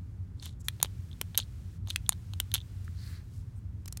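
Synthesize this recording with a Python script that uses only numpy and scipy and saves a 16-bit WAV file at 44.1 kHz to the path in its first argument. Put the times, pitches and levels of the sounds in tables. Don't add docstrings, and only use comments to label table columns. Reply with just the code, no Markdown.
import sys
import numpy as np
from scipy import signal
from scipy.fft import rfft, irfft
from scipy.io import wavfile
from scipy.ndimage import map_coordinates

SR = 44100
rng = np.random.default_rng(int(sys.argv[2]) if len(sys.argv) > 2 else 0)


def unload_audio(sound):
    columns = np.transpose(np.atleast_2d(sound))
    steps = np.round(np.clip(columns, -1, 1) * 32767)
    wavfile.write(sys.argv[1], SR, steps.astype(np.int16))


N = 176400
TIME, HZ = np.arange(N) / SR, np.fft.rfftfreq(N, 1 / SR)
HIT = 4096
HIT_TIME, HIT_HZ = np.arange(HIT) / SR, np.fft.rfftfreq(HIT, 1 / SR)
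TOP_HZ = 16000
CLICK_BANDS = [300, 2000, 3300, 5000, 8000, 10700, 16000]
TICK_BANDS = [300, 2000, 5000, 9000, 16000]


def amp(db):
    return 10 ** (np.asarray(db) / 20)


def unit(x):
    return x / np.sqrt(np.mean(x ** 2) + 1e-20)


def along(points, hz):
    freqs, values = np.transpose(points)
    return np.interp(np.log(hz + 1), np.log(freqs + 1), values)


def noise(colour):
    return unit(irfft(rfft(rng.standard_normal(N)) * amp(along(colour, HZ)), N))


def wobble(rate):
    return map_coordinates(rng.standard_normal(int(N * rate / SR) + 4), [TIME * rate])


def swell(peak_s, rise, fall):
    return np.maximum((peak_s - TIME) / rise, (TIME - peak_s) / fall)


def causal(gain):
    cepstrum = irfft(np.log(np.maximum(gain, 1e-6)))
    cepstrum[1:HIT // 2] *= 2
    cepstrum[HIT // 2 + 1:] = 0
    return np.exp(rfft(cepstrum))


def add(out, s, x):
    i = max(round(s * SR), 0)
    out[i:i + len(x)] += x[:max(N - i, 0)]


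def equalise(x, edges, levels):
    spectrum = rfft(x)
    centres = np.sqrt(np.multiply(edges[:-1], edges[1:]))
    bands = [(HIT_HZ >= lo) & (HIT_HZ < hi) for lo, hi in zip(edges, edges[1:])]
    span = HIT * SR * .005 / 2
    for _ in range(2):
        power = [np.sum(abs(spectrum[band]) ** 2) / span for band in bands]
        eq = np.c_[centres, levels - 10 * np.log10(power)]
        spectrum = spectrum * causal(amp(along(eq, HIT_HZ)))
    return irfft(spectrum)


def ringing(modes, scatter_db, detune_share):
    hz, db, t60 = np.transpose(modes)[:, :, None]
    size, detune = rng.standard_normal((2, len(modes), 1))
    sign = (-1) ** np.arange(len(modes))[:, None]
    decay = amp(db + scatter_db * size - 60 * HIT_TIME / t60)
    tones = np.sin(2 * np.pi * hz * (1 + detune_share * detune) * HIT_TIME)
    return np.sum(sign * decay * tones, axis=0)


def contacts(rows, edges, modes, crack_db, crack_t60, attack_s, band_hz):
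    out = np.zeros(N)
    attack = 1 - np.exp(-(HIT_TIME / attack_s) ** 2)
    bandpass = signal.butter(2, band_hz, "band", fs=SR, output="sos")
    for s, *levels in rows:
        ring = ringing(modes, scatter_db=0, detune_share=0.018)
        crack = amp(crack_db - 60 * HIT_TIME / crack_t60) * rng.standard_normal(HIT)
        hit = signal.sosfilt(bandpass, (ring + crack) * attack)
        add(out, s - attack_s / 2, equalise(hit, edges, np.array(levels)))
    return out


def background():
    # (frequency [Hz], relative level [dB])
    rumble = [(20, -31.5), (42, -11.5), (58, -0.5), (72, -3.5), (95, 4.5), (115, -4.5), (145, -13),
              (165, -13), (232, -22), (450, -38), (700, -58), (2000, -120)]
    air = [(100, -14), (400, 2.5), (900, 1.5), (1400, -1), (2150, -7), (2800, -14), (16000, -34.5)]
    hiss = [(300, -13), (1500, 1), (6000, -1.5), (9000, -3.5), (10500, -6.5), (16000, -8.5)]
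    # (time [s], level [dB])
    hiss_level = [(0, -75), (.6, -79.5), (.7, -66.5), (1.77, -67.5), (1.79, -78), (1.86, -77),
                  (1.89, -67.5), (2.92, -66), (3.25, -70), (3.5, -73.5), (3.7, -77), (4, -73)]
    hiss_gain = amp(np.interp(TIME, *np.transpose(hiss_level)))
    return amp(-40.5) * noise(rumble) + amp(-72) * noise(air) + hiss_gain * noise(hiss)


def room_reverb(x):
    # (frequency [Hz], t60 [s])
    decay = [(300, 0.021), (3000, 0.12), (14000, 0.053)]
    tail_db, wall_db, wall_s = -25.5, -34, .0105
    hz, t, spectra = signal.stft(rng.standard_normal(SR // 3), SR, nperseg=256)
    tail = signal.istft(spectra * amp(-60 * t / along(decay, hz)[:, None]), SR, nperseg=256)[1]
    tail *= amp(tail_db) / np.linalg.norm(tail)
    tail[round(wall_s * SR)] += amp(wall_db)
    return signal.fftconvolve(x, tail)[:N]


def finger_slides():
    # (peak time [s], rise [s], fall [s], level [dB], resonance [Hz], width [Hz])
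    strokes = [(.613, 0.019, 0.0089, -57, 7400, 1200), (.648, .008, .045, -59.5, 7200, 1000),
               (2.847, 0.0063, 0.02, -63, 6800, 6100), (3.015, 0.076, 0.18, -59, 4380, 696),
               (3.075, 0.092, 0.13, -61, 9000, 11100), (3.13, .19, 0.11, -60.5, 1660, 850),
               (3.155, 0.091, 0.063, -61, 4230, 600), (3.361, 0.076, 0.096, -67, 6250, 7600),
               (3.58, .04, .024, -69.5, 8340, 550)]
    skirt_db, grain_db, grain_per_s = -8, 2, 450
    out, freqs = np.zeros(N), HZ + 1
    for s, rise, fall, db, hz, width in strokes:
        offset = (freqs - hz ** 2 / freqs) / 2
        resonance = 1 / (1 + (offset / width) ** 2) ** 2
        skirt = amp(skirt_db) / (1 + (offset / hz) ** 2) ** 2
        friction = irfft(rfft(rng.standard_normal(N)) * (resonance + skirt), N)
        friction *= amp(grain_db * wobble(grain_per_s))
        out += amp(db - 20 * swell(s, rise, fall) ** 2) * unit(friction)
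    return out


def grip_knock():
    # (frequency [Hz], relative level [dB], t60 [s])
    modes = [(1270, 3.5, 0.011), (1770, 4, 0.0081)]
    out = np.zeros(N)
    add(out, s=2.8792, x=amp(-44) * ringing(modes, scatter_db=-1.5, detune_share=0.012))
    return out


def finger_taps():
    # (time [s], level in each of TICK_BANDS [dB])
    cues = [(3.858, -59.5, -55, -50, -54.5), (3.8783, -59, -60, -52, -47.5),
            (3.8808, -58.5, -52, -45.5, -58), (3.9251, -56, -53.5, -42, -45.5),
            (3.9721, -56, -49, -42.5, -45)]
    # (frequency [Hz], relative level [dB], t60 [s])
    modes = [(1110, 2, 0.0083), (1870, -4, 0.014), (4160, 1, 0.015), (5420, 8, 0.007),
             (7700, -14.5, 0.0047), (10700, -21, 0.0042)]
    return contacts(cues, TICK_BANDS, modes,
                    crack_db=13, crack_t60=.012, attack_s=.00057, band_hz=(500, 14000))


def plunger_scrape():
    # (peak time [s], rise [s], fall [s], level [dB])
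    strokes = [(0.455, 0.051, 0.06, -48), (.846, .02, 0.025, -48.5), (1.383, .008, 0.039, -38.5),
               (1.9, 0.031, 0.049, -48), (2.106, 0.017, 0.024, -56), (2.548, 0.0096, 0.027, -36.5)]
    # (frequency [Hz], relative level [dB])
    colour = [(300, -28), (900, -8), (2500, -5), (3650, 7.5), (4900, -2), (7100, -0.5), (10500, -5.5),
              (15000, -20)]
    slips_per_s, hiss_db = 900, -1.5
    envelope = sum(amp(db - 20 * swell(s, rise, fall)) for s, rise, fall, db in strokes)
    slips = (rng.random(N) < slips_per_s / SR) * rng.standard_normal(N)
    tick = irfft(causal(amp(along(colour, HIT_HZ))))
    grit = signal.fftconvolve(slips, tick)[:N]
    return envelope * unit(unit(grit) + amp(hiss_db) * noise(colour))


def rattle():
    # (time [s], level in each of TICK_BANDS [dB])
    cues = [(.4247, -69, -53, -57, -61), (.4272, -59, -48, -56, -62), (.4336, -60, -56, -52, -66),
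            (.4571, -64, -46.5, -50, -46.5), (.464, -55.5, -47.5, -70, -63), (.8015, -50, -47, -62, -60.5),
            (.8143, -55, -49.5, -59, -62), (.8471, -42, -39.5, -53.5, -56.5),
            (.8575, -53.5, -47, -61.5, -56.5), (1.3469, -51.5, -42.5, -68, -61),
            (1.353, -56, -44, -57.5, -59), (1.3819, -51.5, -35, -34.5, -34), (1.3907, -42, -41, -43.5, -45),
            (1.4002, -60, -34, -44, -58.5), (1.8735, -56, -49.5, -62.5, -58), (1.8846, -53, -63, -52, -66),
            (1.9028, -61.5, -33.5, -41.5, -43.5), (1.9064, -53, -39, -53.5, -51),
            (2.1227, -47.5, -41, -53, -56), (2.1289, -54.5, -43, -53, -55.5),
            (2.3357, -53.5, -43.5, -53.5, -56.5), (2.5165, -60, -41, -54, -54.5),
            (2.5461, -51.5, -30, -35.5, -32), (2.5496, -51, -33.5, -46, -51.5),
            (2.555, -45.5, -30.5, -50, -47.5), (2.565, -61.5, -40.5, -53, -59),
            (2.5796, -61, -43.5, -61, -59)]
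    # (frequency [Hz], relative level [dB], t60 [s])
    modes = [(900, -8, 0.0056), (1582, -11, 0.0044), (3090, -0.5, 0.0044), (3670, -3.5, 0.0076),
             (4280, -2.5, 0.0064), (6380, -7.5, 0.0089), (11500, -10.5, 0.0025)]
    return contacts(cues, TICK_BANDS, modes,
                    crack_db=.5, crack_t60=.007, attack_s=.0007, band_hz=(344, 10500))


def spring_pings():
    # (time [s], gain [dB], pitch [Hz])
    cues = [(.398, -40.5, 4360), (0.4923, -44.5, 3720), (.867, -47, 3100), (1.114, -45, 3380),
            (1.1299, -44, 3560), (1.406, -35, 4010), (1.419, -37, 3800), (1.4257, -39.5, 3310),
            (1.432, -44, 4150), (1.9072, -26.5, 3280), (2.0637, -39, 3420), (2.585, -39, 3240),
            (2.6035, -39, 3530), (2.6147, -41.5, 3520)]
    # (ratio to the pitch, relative level [dB], t60 [s])
    partials = [(1, 3, 0.01), (1.16, -3.5, .006), (1.8, -8, 0.0044)]
    out = np.zeros(N)
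    attack = 1 - np.exp(-(HIT_TIME / 0.00032) ** 2)
    for s, db, hz in cues:
        ring = ringing(np.multiply(partials, [hz, 1, 1]), scatter_db=0.5, detune_share=0.011)
        add(out, s, amp(db) * attack * ring)
    return out


def push_clicks():
    # (time [s], pitch factor, level in each of CLICK_BANDS [dB])
    cues = [(.6842, 1.068, -40, -33, -29.5, -38.5, -35, -35),
            (1.2134, .97, -38, -34.5, -41, -38, -35.5, -33.5),
            (1.9598, 1.087, -42, -28, -33.5, -36, -35, -41.5),
            (2.401, 0.96, -40.5, -30.5, -32.5, -35, -33.5, -31.5)]
    # (frequency [Hz], relative level [dB], t60 [s])
    modes = [(2294, -3, 0.0029), (3167, -1, 0.012), (3720, 6, 0.0034), (4270, -2.5, 0.0072),
             (5740, -8.5, 0.01), (6790, -6, 0.0055), (9650, 4, 0.0047), (12400, 5.5, 0.0069),
             (15300, 6, .006)]
    return sum(contacts([(s, *levels)], CLICK_BANDS, np.multiply(modes, [pitch, 1, 1]),
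                        crack_db=3, crack_t60=.011, attack_s=.00035, band_hz=(397, TOP_HZ))
               for s, pitch, *levels in cues)


def lock_snaps():
    # (time [s], level in each of CLICK_BANDS [dB])
    cues = [(.8285, -31.5, -38.5, -29.5, -23.5, -22.5, -23), (2.0922, -34, -39, -33, -24, -20.5, -28.5)]
    # (frequency [Hz], relative level [dB], t60 [s])
    modes = [(950, -0.5, 0.0063), (1850, -10.5, 0.0094), (3780, 1, 0.009), (4450, -10, 0.012),
             (6900, 5.5, 0.0084), (8200, 3, 0.0014), (8800, 6.5, 0.006), (9770, 4.5, .007),
             (11450, 4, 0.0035), (11870, -0.5, 0.008), (13040, -4, 0.0078)]
    return contacts(cues, CLICK_BANDS, modes,
                    crack_db=2.5, crack_t60=.008, attack_s=.00005, band_hz=(680, 15000))


def retract_snaps():
    # (time [s], level in each of CLICK_BANDS [dB])
    cues = [(1.3762, -46, -32, -29, -29.5, -26.5, -21.5), (2.5404, -40.5, -33.5, -31, -33.5, -34.5, -25)]
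    # (frequency [Hz], relative level [dB], t60 [s])
    modes = [(1703, -11, 0.0081), (3150, -9.5, .016), (3970, -13, 0.034), (6190, 12, .007),
             (8540, -6, 0.0053), (11410, 8.5, 0.0051), (12200, -4, 0.0073), (15400, -5.5, .006)]
    return contacts(cues, CLICK_BANDS, modes,
                    crack_db=-2, crack_t60=.014, attack_s=.00059, band_hz=(298, 15820))


def scene():
    pen = push_clicks() + lock_snaps() + retract_snaps() + rattle() + spring_pings() + plunger_scrape()
    hand = finger_slides() + grip_knock() + finger_taps()
    foley = pen + hand
    return (foley + room_reverb(foley) + background())[None]


def record(dry):
    return irfft(rfft(dry) / np.sqrt(1 + (HZ / TOP_HZ) ** 170), N)


dry = scene()
out = record(dry)
unload_audio(out)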